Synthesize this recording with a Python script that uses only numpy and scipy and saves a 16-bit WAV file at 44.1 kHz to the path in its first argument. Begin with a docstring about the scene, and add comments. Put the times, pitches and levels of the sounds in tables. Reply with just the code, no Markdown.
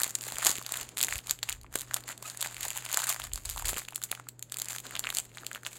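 """Fingers crinkle and pull at a small foil packet close to a phone microphone, in a quiet room.
Each crease that buckles gives a bright crack (a short noise burst) and a pop (the panel beside it rings).
Thousands of small creases rustle; a seam ticks, fingers squeak and rub, foil slides and the packet thumps.
A wavering hum and filtered-noise room air lie underneath, and puffs of air buffet the microphone."""
import sys
import numpy as np
from scipy import signal
from scipy.fft import rfft, irfft, next_fast_len
from scipy.io import wavfile
from scipy.ndimage import uniform_filter1d, map_coordinates

SR = 44100
rng = np.random.default_rng(int(sys.argv[2]) if len(sys.argv) > 2 else 0)


def to_wav(s):
    """Save 16-bit WAV."""
    ch = np.atleast_2d(s).T  # columns
    pcm = np.round(np.clip(ch, -1, 1) * 32767)  # PCM
    wavfile.write(sys.argv[1], SR, pcm.astype(np.int16))


def volts_from_db(level):
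    """Convert decibel levels to linear amplitude ratios."""
    exponent = np.asarray(level, float) / 20
    return 10 ** exponent


N = 255055  # length [samples]

# colour of a crack: (frequency [Hz], gain [dB])
CRACK_COLOUR = [(300, -2), (1200, 1), (4000, 10.5), (7000, 12.5), (20000, 12)]
# colour of small panels, too small to radiate bass: (frequency [Hz], gain [dB])
PANEL_COLOUR = [(200, -58), (600, -1.5), (1200, -1.5), (4000, -5.5), (7000, -2), (14000, -24)]


def unit(x):
    """Bring a sound to an rms level of 1."""
    return x / np.sqrt(np.mean(x ** 2) + 1e-20)


def along(points, hz):
    """Read a curve of (frequency [Hz], value) points, joined by straight lines on a log axis."""
    f, v = np.transpose(points)
    return np.interp(np.log(hz + 1), np.log(f + 1), v)


def wobble(rate):
    """A smooth random curve through `rate` random points a second."""
    knots = rng.standard_normal(int(N * rate / SR) + 4)
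    return map_coordinates(knots, [np.arange(N) * rate / SR])


def coloured(x, spectrum):
    """Filter x to these gains, with the response only after each input: nothing sounds before a click."""
    m = 2 * next_fast_len(N // 2 + SR // 4)
    gain_db = along(spectrum, np.fft.rfftfreq(m, 1 / SR))
    # folding the cepstrum (the spectrum of the log gains) forward in time makes the filter causal
    cepstrum = irfft(np.log(volts_from_db(gain_db)), m)
    cepstrum[1:m // 2] *= 2
    cepstrum[m // 2 + 1:] = 0
    response = np.exp(rfft(cepstrum))
    return irfft(rfft(x, m) * response, m)[..., :N]


def scatter(times, shapes):
    """Add up many short sounds, one per row of shapes, each from its own time [s]."""
    starts = np.round(times * SR).astype(int)[:, None]
    at = starts + np.arange(shapes.shape[1])
    return np.bincount(at.clip(0).ravel(), shapes.ravel(), N + shapes.shape[1])[:N]


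def swells(s, db, gather, fade):
    """Power of each swell at every sample: up to its peak and down again, in straight lines in dB."""
    late = np.arange(N) / SR - s[:, None]
    distance = np.where(late < 0, -late / gather[:, None], late / fade[:, None])
    return volts_from_db(2 * (db[:, None] - 20 * distance))  # twice the dB turns amplitude into power


def cracks(db, t60, spread, size):
    """A crease lets go in a burst of tiny slips: noise that gathers in a few samples and dies in milliseconds."""
    t = np.arange(size) / SR
    life = t60 * np.exp(spread * rng.standard_normal((len(db), 1)))  # time to fall 60 dB [s]
    envelope = (1 - np.exp(-t / 0.00014)) * volts_from_db(-60 * t / life)
    burst = rng.standard_normal((len(db), size)) * envelope
    return volts_from_db(db)[:, None] * burst / np.linalg.norm(burst, axis=1, keepdims=True)


def pops(db, hz, cycles, rough, size):
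    """A bent surface jumps and rings for a few uneven cycles, down 60 dB after `cycles` of them."""
    turns = hz[:, None] * np.arange(size) / SR
    drift = rough * np.cumsum(rng.standard_normal((len(db), size)), axis=1)
    shape = (1 - np.exp(-turns / 0.31)) * volts_from_db(-60 * turns / cycles)
    shape /= shape.max(axis=1, keepdims=True)
    sign = rng.choice([-1, 1], (len(db), 1))  # the surface may jump in or out
    return volts_from_db(db)[:, None] * shape * np.sin(2 * np.pi * turns + drift) * sign


def hum():
    """Hum from an appliance near twice the mains frequency, wavering in pitch and level."""
    phase = 2 * np.pi * 120.5 * np.arange(N) / SR + .7 * wobble(12)
    return volts_from_db(-56.5 + 2 * wobble(14)) * np.sin(phase)


def air():
    """The room's steady murmur and low puffs on the microphone, both made of filtered noise."""
    # puffs: (time of strongest push [s], level [dB], time to gather 20 dB [s], time to fade 20 dB [s])
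    gusts = [(.37, -58, .15, .06), (.49, -61, .08, .1), (.83, -58, .15, .15), (1.16, -39, .06, .03),
             (1.33, -58, .17, .14), (1.52, -50, .08, .5), (2.62, -57, .17, .26), (3.35, -41, .17, .07),
             (3.48, -44, .08, .3), (3.7, -37, .25, .06), (5.08, -62, .5, .5)]
    # colour of the puffs: (frequency [Hz], gain [dB])
    buffet_colour = [(15, -30), (40, 8), (70, 0), (105, -8), (200, -83), (400, -56)]
    # colour of the murmur: (frequency [Hz], gain [dB])
    murmur_colour = [(40, -15.5), (150, 1.5), (400, -1.5), (900, -14.5), (2000, -24), (6000, -56),
                     (16000, -40)]
    still_air_db = -73  # push that remains between puffs

    push = np.sqrt(swells(*np.transpose(gusts)).sum(axis=0) + volts_from_db(2 * still_air_db))
    buffet = coloured(rng.standard_normal(N), buffet_colour)
    # turbulence keeps pushing while a puff lasts: even out the slow swells of the noise
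    buffet /= np.sqrt(np.abs(uniform_filter1d(buffet ** 2, size=SR // 10)) + 1e-9)
    murmur = volts_from_db(-64.5) * unit(coloured(rng.standard_normal(N), murmur_colour))
    return push * buffet + murmur


def room(x, count=24):
    """Walls answer with a tail that differs as the hands move; each frequency dies at its own speed."""
    # echo decay: (frequency [Hz], time to fall 60 dB [s])
    decay_times = [(500, 0.21), (3000, .14), (7000, 0.17), (15000, 0.16)]
    out = np.zeros(2 * N)
    for part in np.array_split(np.arange(N), count):
        hz, t, z = signal.stft(rng.standard_normal(SR // 2), SR, nperseg=128)
        swell = 1 - np.exp(-t / 0.002)  # reflections take a moment to gather
        fall = volts_from_db(-60 * t / along(decay_times, hz)[:, None])
        tail = signal.istft(z * swell * fall, SR, nperseg=128)[1]
        wet = signal.fftconvolve(x[part], tail / np.linalg.norm(tail))
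        out[part[0]:part[0] + len(wet)] += wet
    return out[:N]


def rubs():
    """A hand rubs over the packet and the table; skin drags unevenly, as a soft, low scrape of noise."""
    # rubs: (time of firmest contact [s], level [dB], time to gather 20 dB [s], time to fade 20 dB [s])
    strokes = [(.3, -59, .6, .5), (.5, -55, .15, .15), (.82, -58, .1, .1), (1.04, -57, .3, .4),
               (2.1, -60, .5, .5), (3.67, -55, .1, .2), (4.86, -54, .04, .25), (5.08, -57, .3, .2),
               (5.5, -62, .3, .3)]
    # colour of skin dragging: (frequency [Hz], gain [dB])
    skin_colour = [(100, -30), (190, 0), (600, -3), (1200, -10), (3000, -30), (8000, -60)]
    pressure = np.sqrt(swells(*np.transpose(strokes)).sum(axis=0))
    scrape = unit(coloured(rng.standard_normal(N), skin_colour))
    return pressure * volts_from_db(3 * wobble(40)) * scrape


def thumps():
    """The whole packet flexes: a low push of a cycle or two."""
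    # flexes: (time [s], level [dB], pitch [Hz])
    flexes = [(0.0665, -34, 650), (0.2696, -34, 546), (0.3235, -32.5, 650), (0.393, -36, 546),
              (0.4551, -32, 626), (0.463, -35, 180), (0.4816, -31, 696), (0.4978, -32, 514),
              (0.5857, -36, 450), (0.7222, -35, 620), (1.7563, -25.5, 480), (2.226, -40, 580),
              (2.461, -34, 676), (2.666, -34.5, 615), (2.9448, -35, 580), (3.7317, -28, 704),
              (3.7667, -33.5, 600)]
    s, db, hz = np.transpose(flexes)
    return scatter(s - .001, pops(db, hz, cycles=3.7, rough=0.15, size=900))


def squeaks():
    """A finger sticks and slips on foil at a nearly steady rate: a brief gliding tone with overtones."""
    # squeaks: (time [s], length [s], level [dB], start pitch [Hz], end pitch [Hz], step per overtone [dB])
    finger_slips = [(2.247, .021, -44, 1313, 1220, -4)]
    out = np.zeros(N)
    for s, length, db, start_hz, end_hz, overtone_db in finger_slips:
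        u = np.arange(round(length * SR)) / (length * SR)
        pitch_hz = start_hz + (end_hz - start_hz) * u ** 2
        phase = 2 * np.pi * np.cumsum(pitch_hz) / SR
        phase += .06 * np.cumsum(rng.standard_normal(len(u)))  # slightly rough
        tone = sum(volts_from_db(overtone_db * k) * np.sin((k + 1) * phase) for k in range(3))
        out[round(s * SR):][:len(u)] += volts_from_db(db) * np.sin(np.pi * u) * tone
    return out


def seam():
    """The sealed seam gives way in even jerks, mostly ever weaker: thin ticks with little but treble."""
    # peels: (time [s], number of jerks, gap [s], first jerk before colouring [dB], last jerk likewise [dB])
    peels = [(3.5897, 3, .0029, -31, -33), (3.662, 6, .0016, -34, -40), (3.692, 4, .0016, -31, -29),
             (3.6984, 10, .00295, -29, -37), (4.0397, 8, .0022, -28, -41)]
    times = np.concatenate([s + gap * np.arange(jerks) for s, jerks, gap, _, _ in peels])
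    db = np.concatenate([np.linspace(first_db, last_db, jerks) for _, jerks, _, first_db, last_db in peels])
    ticks = scatter(times - .0002, cracks(db, t60=.0012, spread=.1, size=99))
    return np.diff(coloured(ticks, CRACK_COLOUR), prepend=0)  # so small a source radiates its motion's slope


def slides():
    """Foil slides or rips so fast that its slips merge: a bright, grainy rush with the panels rattling along."""
    # slides: (time of peak [s], level of the bright part [dB], time to gather 20 dB [s], time to fade 20 dB [s])
    rushes = [(.472, -32, .045, .09), (2.27, -48, .06, .1), (3.097, -38, .02, .04)]
    pressure = np.sqrt(swells(*np.transpose(rushes)).sum(axis=0)) * volts_from_db(3 * wobble(400))
    bright, dull = rng.standard_normal((2, N))
    rush = unit(coloured(bright, CRACK_COLOUR))
    rattle = volts_from_db(-3) * unit(coloured(dull, PANEL_COLOUR))
    return pressure * (rush + rattle)


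def grip():
    """Rustle level and dullness at each sample: squeezes add their power, the strongest weighs most in colour."""
    # squeezes of the fingers: (time of full grip [s], relative rustle level [dB], time to gather 20 dB [s],
    # time to fade 20 dB [s], relative level of dull part over bright part [dB])
    squeezes = [(.048, -35, .05, .11, 3), (.17, -45, .07, .2, -3), (.284, -34, .13, .13, -2),
                (.425, -35, .13, .1, 5), (.47, -22, .035, .07, -3), (.56, -45, .05, .08, 6),
                (.72, -42, .15, .1, 5), (.81, -37, .15, .06, 4), (.9, -54, .1, .16, 8),
                (.982, -29, .02, .12, -8), (1.04, -34, .05, .06, 0), (1.139, -30, .09, .055, -3),
                (1.31, -35, .08, .065, 0), (1.44, -49, .04, .2, 5), (1.503, -45, .07, .07, 6),
                (1.765, -41, .045, .13, 2), (1.969, -44, .1, .05, 9), (2.09, -40, .05, .08, 6),
                (2.29, -42, .1, .1, 2), (2.436, -36, .08, .15, 3), (2.621, -35, .11, .2, 1),
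                (2.775, -40, .07, .09, 5), (2.94, -38, .14, .22, 7), (3.04, -36, .2, .1, 2),
                (3.1, -26, .04, .075, -2), (3.246, -38, .1, .07, 2), (3.35, -42, .04, .15, -2),
                (3.46, -40, .02, .1, -2), (3.506, -33, .06, .14, -8), (3.6, -44, .1, .1, 8),
                (3.662, -34, .015, .08, 2), (3.692, -35, .05, .09, 0), (3.787, -34, .06, .07, -1),
                (3.967, -52, .15, .07, -3), (4.04, -46, .055, .075, 2), (4.124, -54, .1, .15, 10),
                (4.295, -62, .03, .05, 3), (4.44, -64, .04, .2, 4), (4.58, -56, .15, .2, 8),
                (4.66, -52, .1, .1, 9), (4.7, -30, .012, .13, -5), (4.842, -47, .03, .3, 11),
                (5.06, -45, .12, .3, 4), (5.178, -30, .07, .055, -6), (5.377, -50, .07, .18, 1),
                (5.474, -48, .04, .06, 0), (5.556, -47, .12, .07, 4), (5.669, -42, .06, .2, 0),
                (5.75, -40, .1, .2, -6)]
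    # fingers merely holding on: (relative rustle level [dB], relative level of dull over bright part [dB])
    hold = (-82, 16)
    s, db, gather, fade, dull_db = np.transpose(squeezes)
    power = swells(s, db, gather, fade)
    rest = volts_from_db(2 * hold[0])
    total = power.sum(axis=0) + rest
    return 10 * np.log10(total), (dull_db @ power + hold[1] * rest) / total


def rustle(count=3500):
    """Small creases fire in clumps, a few much louder than most, over the hiss of skin on foil."""
    level_db, dull_db = grip()
    u = rng.random((count, 3))
    s = u[:, 0] * (N - 1) / SR
    at = (s * SR).astype(int)
    # the wobble makes clumps, the logarithm makes a few creases stand out
    size_db = level_db[at] + 3.5 * wobble(40)[at] - 5.2 * np.log(u[:, 1] + 0.035)
    hz = 1400 * volts_from_db(10.2 * u[:, 2])
    ticks = scatter(s, cracks(size_db - 8.5, t60=.004, spread=.5, size=300))
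    dull = scatter(s, pops(size_db + dull_db[at] - 9, hz, cycles=6, rough=.22, size=300))

    hiss = volts_from_db(level_db + 3.5 * wobble(120))
    bright = ticks + volts_from_db(-31) * hiss * rng.standard_normal(N)
    dull_hiss = hiss * volts_from_db(dull_db - 14) * unit(coloured(rng.standard_normal(N), PANEL_COLOUR))
    return coloured(bright, CRACK_COLOUR) + coloured(dull, PANEL_COLOUR) + dull_hiss


def snaps(count=3):
    """The loud creases: crack and pop together, with a weaker slip before and two after as the fold runs on."""
    # creases that buckle: (time [s], crack before colouring [dB], pop before colouring [dB], panel pitch [Hz])
    creases = [(0.0017, -21, -27, 1490), (0.0086, -26, -22, 1810), (0.0175, -11, -22, 4260),
               (0.0342, -11, -23, 4330), (0.0432, -14, -23, 1870), (0.0651, -29, -28, 2260),
               (0.0777, -26, -50, 1560), (0.0944, -26, -40, 4590), (0.0995, -31, -34, 4590),
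               (0.1075, -24, -49, 3350), (0.1524, -17, -47, 2110), (0.1554, -21, -34, 1920),
               (0.1874, -30, -37, 2950), (0.2105, -28, -33, 4480), (0.22, -28, -51, 4440),
               (0.2382, -26, -29, 2410), (0.2513, -30, -40, 3060), (0.2665, -26, -61, 900),
               (0.2812, -25, -31, 3490), (0.3016, -30, -32, 3010), (0.3221, -22, -40, 900),
               (0.3574, -27, -29, 2970), (0.369, -30, -24, 2610), (0.3844, -18, -27, 1270),
               (0.4269, -25, -24, 1360), (0.4491, -13, -42, 2370), (0.4598, -15, -20, 2740),
               (0.4678, -7, -19, 1390), (0.472, -13, -31, 2190), (0.4932, -16, -19, 3730),
               (0.5057, -19, -25, 3040), (0.5149, -17, -21, 4460), (0.5553, -29, -22, 4000),
               (0.5669, -29, -34, 1740), (0.5777, -34, -27, 3180), (0.5833, -26, -27, 2860),
               (0.5942, -34, -39, 1210), (0.6144, -34, -32, 1140), (0.6254, -29, -67, 1400),
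               (0.649, -53, -32, 3090), (0.6645, -23, -19, 4590), (0.692, -27, -35, 1310),
               (0.7218, -18, -20, 4390), (0.739, -25, -34, 3400), (0.7414, -25, -19, 3420),
               (0.757, -25, -31, 2480), (0.7685, -30, -37, 2630), (0.7719, -19, -41, 4030),
               (0.8117, -24, -24, 4240), (0.8302, -31, -33, 2800), (0.8905, -30, -37, 3450),
               (0.9719, -23, -18, 3790), (0.981, -21, -26, 4090), (0.9866, -23, -22, 3660),
               (1.006, -28, -12, 3640), (1.0135, -14, -16, 3750), (1.0292, -8, -21, 3290),
               (1.0368, -14, -14, 3750), (1.0469, -16, -30, 3450), (1.0692, -26, -49, 2470),
               (1.0844, -25, -21, 1960), (1.0892, -25, -23, 3250), (1.1095, -27, -25, 2630),
               (1.1254, -29, -14, 2730), (1.1369, -38, -27, 2200), (1.1569, -25, -20, 2630),
               (1.1892, -33, -21, 3380), (1.2709, -27, -24, 3380), (1.2964, -22, -15, 4570),
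               (1.3101, -11, -21, 2670), (1.3898, -40, -31, 3320), (1.4301, -22, -11, 4220),
               (1.4354, -25, -28, 2580), (1.4901, -22, -16, 2760), (1.4954, -18, -27, 4350),
               (1.52, -38, -22, 3940), (1.5265, -21, -19, 3420), (1.6137, -41, -36, 4480),
               (1.6334, -41, -41, 4370), (1.645, -62, -40, 930), (1.6648, -62, -39, 2610),
               (1.7269, -38, -42, 1250), (1.7406, -30, -36, 1940), (1.7565, -14, -22, 2000),
               (1.7587, -20, -17, 4500), (1.7763, -31, -34, 3920), (1.7881, -26, -45, 990),
               (1.7948, -30, -32, 2910), (1.8041, -32, -34, 4460), (1.8091, -25, -32, 4030),
               (1.8171, -24, -32, 2910), (1.9115, -37, -24, 1720), (1.9369, -27, -32, 1270),
               (1.9426, -11, -39, 2930), (1.9644, -26, -27, 1160), (1.9683, -24, -25, 3810),
               (2.0062, -32, -59, 1740), (2.0386, -40, -31, 4350), (2.0796, -29, -30, 1790),
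               (2.1181, -32, -32, 2870), (2.1779, -33, -55, 3880), (2.2262, -26, -37, 900),
               (2.2999, -26, -31, 4180), (2.3472, -38, -35, 1690), (2.3732, -27, -34, 4110),
               (2.4089, -22, -47, 4570), (2.4139, -19, -23, 3450), (2.4266, -17, -14, 3450),
               (2.4482, -33, -22, 2390), (2.46, -29, -35, 970), (2.4723, -25, -37, 950),
               (2.5447, -29, -34, 2840), (2.567, -30, -23, 2500), (2.6088, -22, -29, 2330),
               (2.6305, -23, -49, 2220), (2.6521, -24, -29, 950), (2.6649, -31, -44, 900),
               (2.6825, -22, -49, 2610), (2.6854, -28, -30, 2260), (2.7046, -23, -26, 2820),
               (2.7127, -31, -29, 2350), (2.7608, -33, -33, 900), (2.7685, -24, -40, 1010),
               (2.7752, -21, -24, 2860), (2.7848, -27, -27, 3100), (2.8497, -30, -32, 2090),
               (2.8529, -25, -27, 2950), (2.863, -31, -23, 2890), (2.89, -32, -26, 2410),
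               (2.9159, -24, -50, 3040), (2.9286, -17, -50, 3210), (2.9386, -25, -19, 3510),
               (2.9442, -14, -11, 3920), (2.9726, -12, -16, 1740), (2.9813, -27, -26, 900),
               (2.9913, -23, -20, 3830), (3.0011, -20, -24, 1640), (3.0079, -28, -31, 4540),
               (3.0197, -21, -28, 1120), (3.0327, -29, -25, 1290), (3.0369, -26, -28, 2110),
               (3.0408, -18, -28, 1310), (3.044, -24, -32, 2640), (3.07, -20, -26, 1530),
               (3.0802, -26, -28, 1460), (3.0904, -20, -27, 1270), (3.0941, -13, -43, 1570),
               (3.1005, -20, -30, 1060), (3.116, -27, -30, 2540), (3.126, -21, -23, 2070),
               (3.145, -24, -33, 1030), (3.1626, -29, -27, 1830), (3.1988, -24, -26, 1830),
               (3.2188, -37, -22, 3270), (3.24, -25, -34, 1230), (3.2703, -33, -34, 3100),
               (3.3179, -58, -32, 3170), (3.3346, -20, -30, 4330), (3.3583, -21, -44, 3120),
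               (3.3768, -28, -33, 1590), (3.4523, -29, -40, 1550), (3.4558, -23, -27, 4070),
               (3.4608, -32, -33, 3980), (3.4924, -23, -26, 4310), (3.4983, -19, -51, 4480),
               (3.5104, -27, -30, 3880), (3.5617, -32, -31, 1080), (3.5733, -30, -29, 900),
               (3.5787, -30, -20, 4350), (3.5968, -30, -33, 1230), (3.6231, -28, -30, 1010),
               (3.6462, -33, -29, 1850), (3.6545, -19, -50, 4440), (3.6575, -20, -29, 4540),
               (3.6624, -33, -19, 4500), (3.6715, -22, -49, 2150), (3.6834, -19, -31, 3960),
               (3.689, -19, -34, 1400), (3.7327, -24, -29, 2500), (3.7427, -31, -24, 2990),
               (3.7653, -32, -23, 2910), (3.7834, -22, -26, 4460), (3.7881, -27, -32, 3700),
               (3.7911, -27, -54, 2330), (3.7957, -27, -30, 2410), (3.8184, -42, -31, 2120),
               (3.8508, -40, -30, 3770), (3.8854, -29, -23, 2410), (3.9074, -35, -50, 2390),
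               (3.924, -40, -37, 900), (3.9328, -54, -34, 2450), (3.9473, -34, -40, 4370),
               (3.9589, -16, -44, 990), (3.9791, -36, -39, 1490), (4.0177, -30, -33, 1460),
               (4.0272, -31, -28, 3900), (4.0378, -18, -44, 4460), (4.0979, -46, -41, 2780),
               (4.1155, -13, -28, 4370), (4.1271, -39, -23, 1460), (4.151, -32, -26, 2890),
               (4.1752, -53, -37, 1360), (4.1981, -40, -31, 1380), (4.2694, -69, -39, 1120),
               (4.2874, -25, -47, 4410), (4.2925, -37, -45, 4390), (4.3939, -36, -49, 1460),
               (4.4265, -24, -38, 2480), (4.4982, -43, -39, 3040), (4.5216, -21, -35, 2390),
               (4.5429, -23, -36, 2390), (4.5612, -40, -40, 1330), (4.5701, -25, -31, 2390),
               (4.5862, -24, -53, 2410), (4.5903, -26, -63, 1230), (4.5997, -22, -44, 3900),
               (4.6187, -16, -40, 3810), (4.6457, -30, -44, 4460), (4.6574, -30, -40, 4480),
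               (4.6851, -23, -35, 2390), (4.7498, -31, -29, 1570), (4.7626, -24, -33, 1400),
               (4.7844, -26, -24, 3680), (4.8017, -27, -42, 2970), (4.8674, -33, -23, 4070),
               (4.9095, -32, -29, 2430), (4.9539, -32, -16, 3420), (4.9652, -29, -19, 3420),
               (4.9737, -43, -25, 3450), (4.9937, -15, -20, 4590), (5.0025, -32, -59, 4590),
               (5.0405, -35, -17, 3270), (5.0461, -37, -24, 1510), (5.0544, -39, -26, 2520),
               (5.0706, -33, -13, 2430), (5.0903, -29, -24, 1890), (5.1033, -23, -14, 3400),
               (5.1255, -45, -29, 1860), (5.1495, -21, -26, 4590), (5.1703, -19, -11, 4590),
               (5.1854, -16, -14, 3420), (5.2, -24, -32, 2600), (5.317, -56, -41, 2630),
               (5.3493, -51, -37, 3600), (5.3724, -37, -28, 2090), (5.3836, -48, -25, 3830),
               (5.4338, -49, -33, 1290), (5.4474, -41, -36, 2520), (5.4663, -21, -25, 4540),
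               (5.5147, -33, -25, 1700), (5.5308, -31, -41, 2350), (5.5489, -29, -24, 2500),
               (5.5582, -35, -25, 1700), (5.568, -49, -34, 1480), (5.5765, -50, -36, 1610),
               (5.6335, -38, -35, 1490), (5.6506, -47, -23, 3940), (5.6648, -28, -16, 2820),
               (5.6703, -26, -30, 1610), (5.7167, -40, -38, 2520)]
    s, crack_db, pop_db, hz = np.transpose(creases)
    crack = scatter(s - .0003, cracks(crack_db, t60=.004, spread=.35, size=400))
    pop = scatter(s - .0003, pops(pop_db, hz, cycles=8.5, rough=.2, size=500))

    # the weaker slips: one before, two after, softer the further away
    u = rng.random((len(s), count, 3))
    wait = .003 * (.4 + u[..., 0]) * [-1, 1, 2]  # [s]
    late = (s[:, None] + wait).ravel()
    loss_db = -12 - 900 * np.abs(wait) - 8 * u[..., 1]
    slip_crack_db = (crack_db[:, None] + loss_db).ravel()
    slip_pop_db = (pop_db[:, None] + loss_db).ravel()
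    nearby_hz = (hz[:, None] * volts_from_db(6 * u[..., 2] - 2)).ravel()
    crack += scatter(late, cracks(slip_crack_db, t60=.004, spread=.4, size=300))
    pop += scatter(late, pops(slip_pop_db, nearby_hz, cycles=8, rough=.2, size=400))
    return coloured(crack, CRACK_COLOUR) + coloured(pop, PANEL_COLOUR)


def scene():
    """Foil and its echo in the room, over hum and air."""
    foil = snaps() + thumps() + squeaks() + seam() + slides() + rubs() + rustle()
    echo = volts_from_db(-16) * room(foil)
    return (foil + echo + hum() + air())[None]


def band_limit(x):
    """A steep low-pass at the top of the band."""
    return signal.sosfilt(signal.butter(12, 17150, fs=SR, output="sos"), x)


def record(dry):
    """The microphone port dips near 5.7 kHz and rings near 7 kHz."""
    # colour of the microphone: (frequency [Hz], gain [dB])
    port_colour = [(20, -0.5), (4500, 2.5), (5670, -5.5), (6500, 4), (7200, 9.5), (8800, 2.5), (14000, -1),
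                   (15900, -7.5), (17000, -50), (18000, -82)]
    mix = coloured(dry, port_colour)
    return band_limit(mix)


dry = scene()
out = record(dry)
to_wav(out)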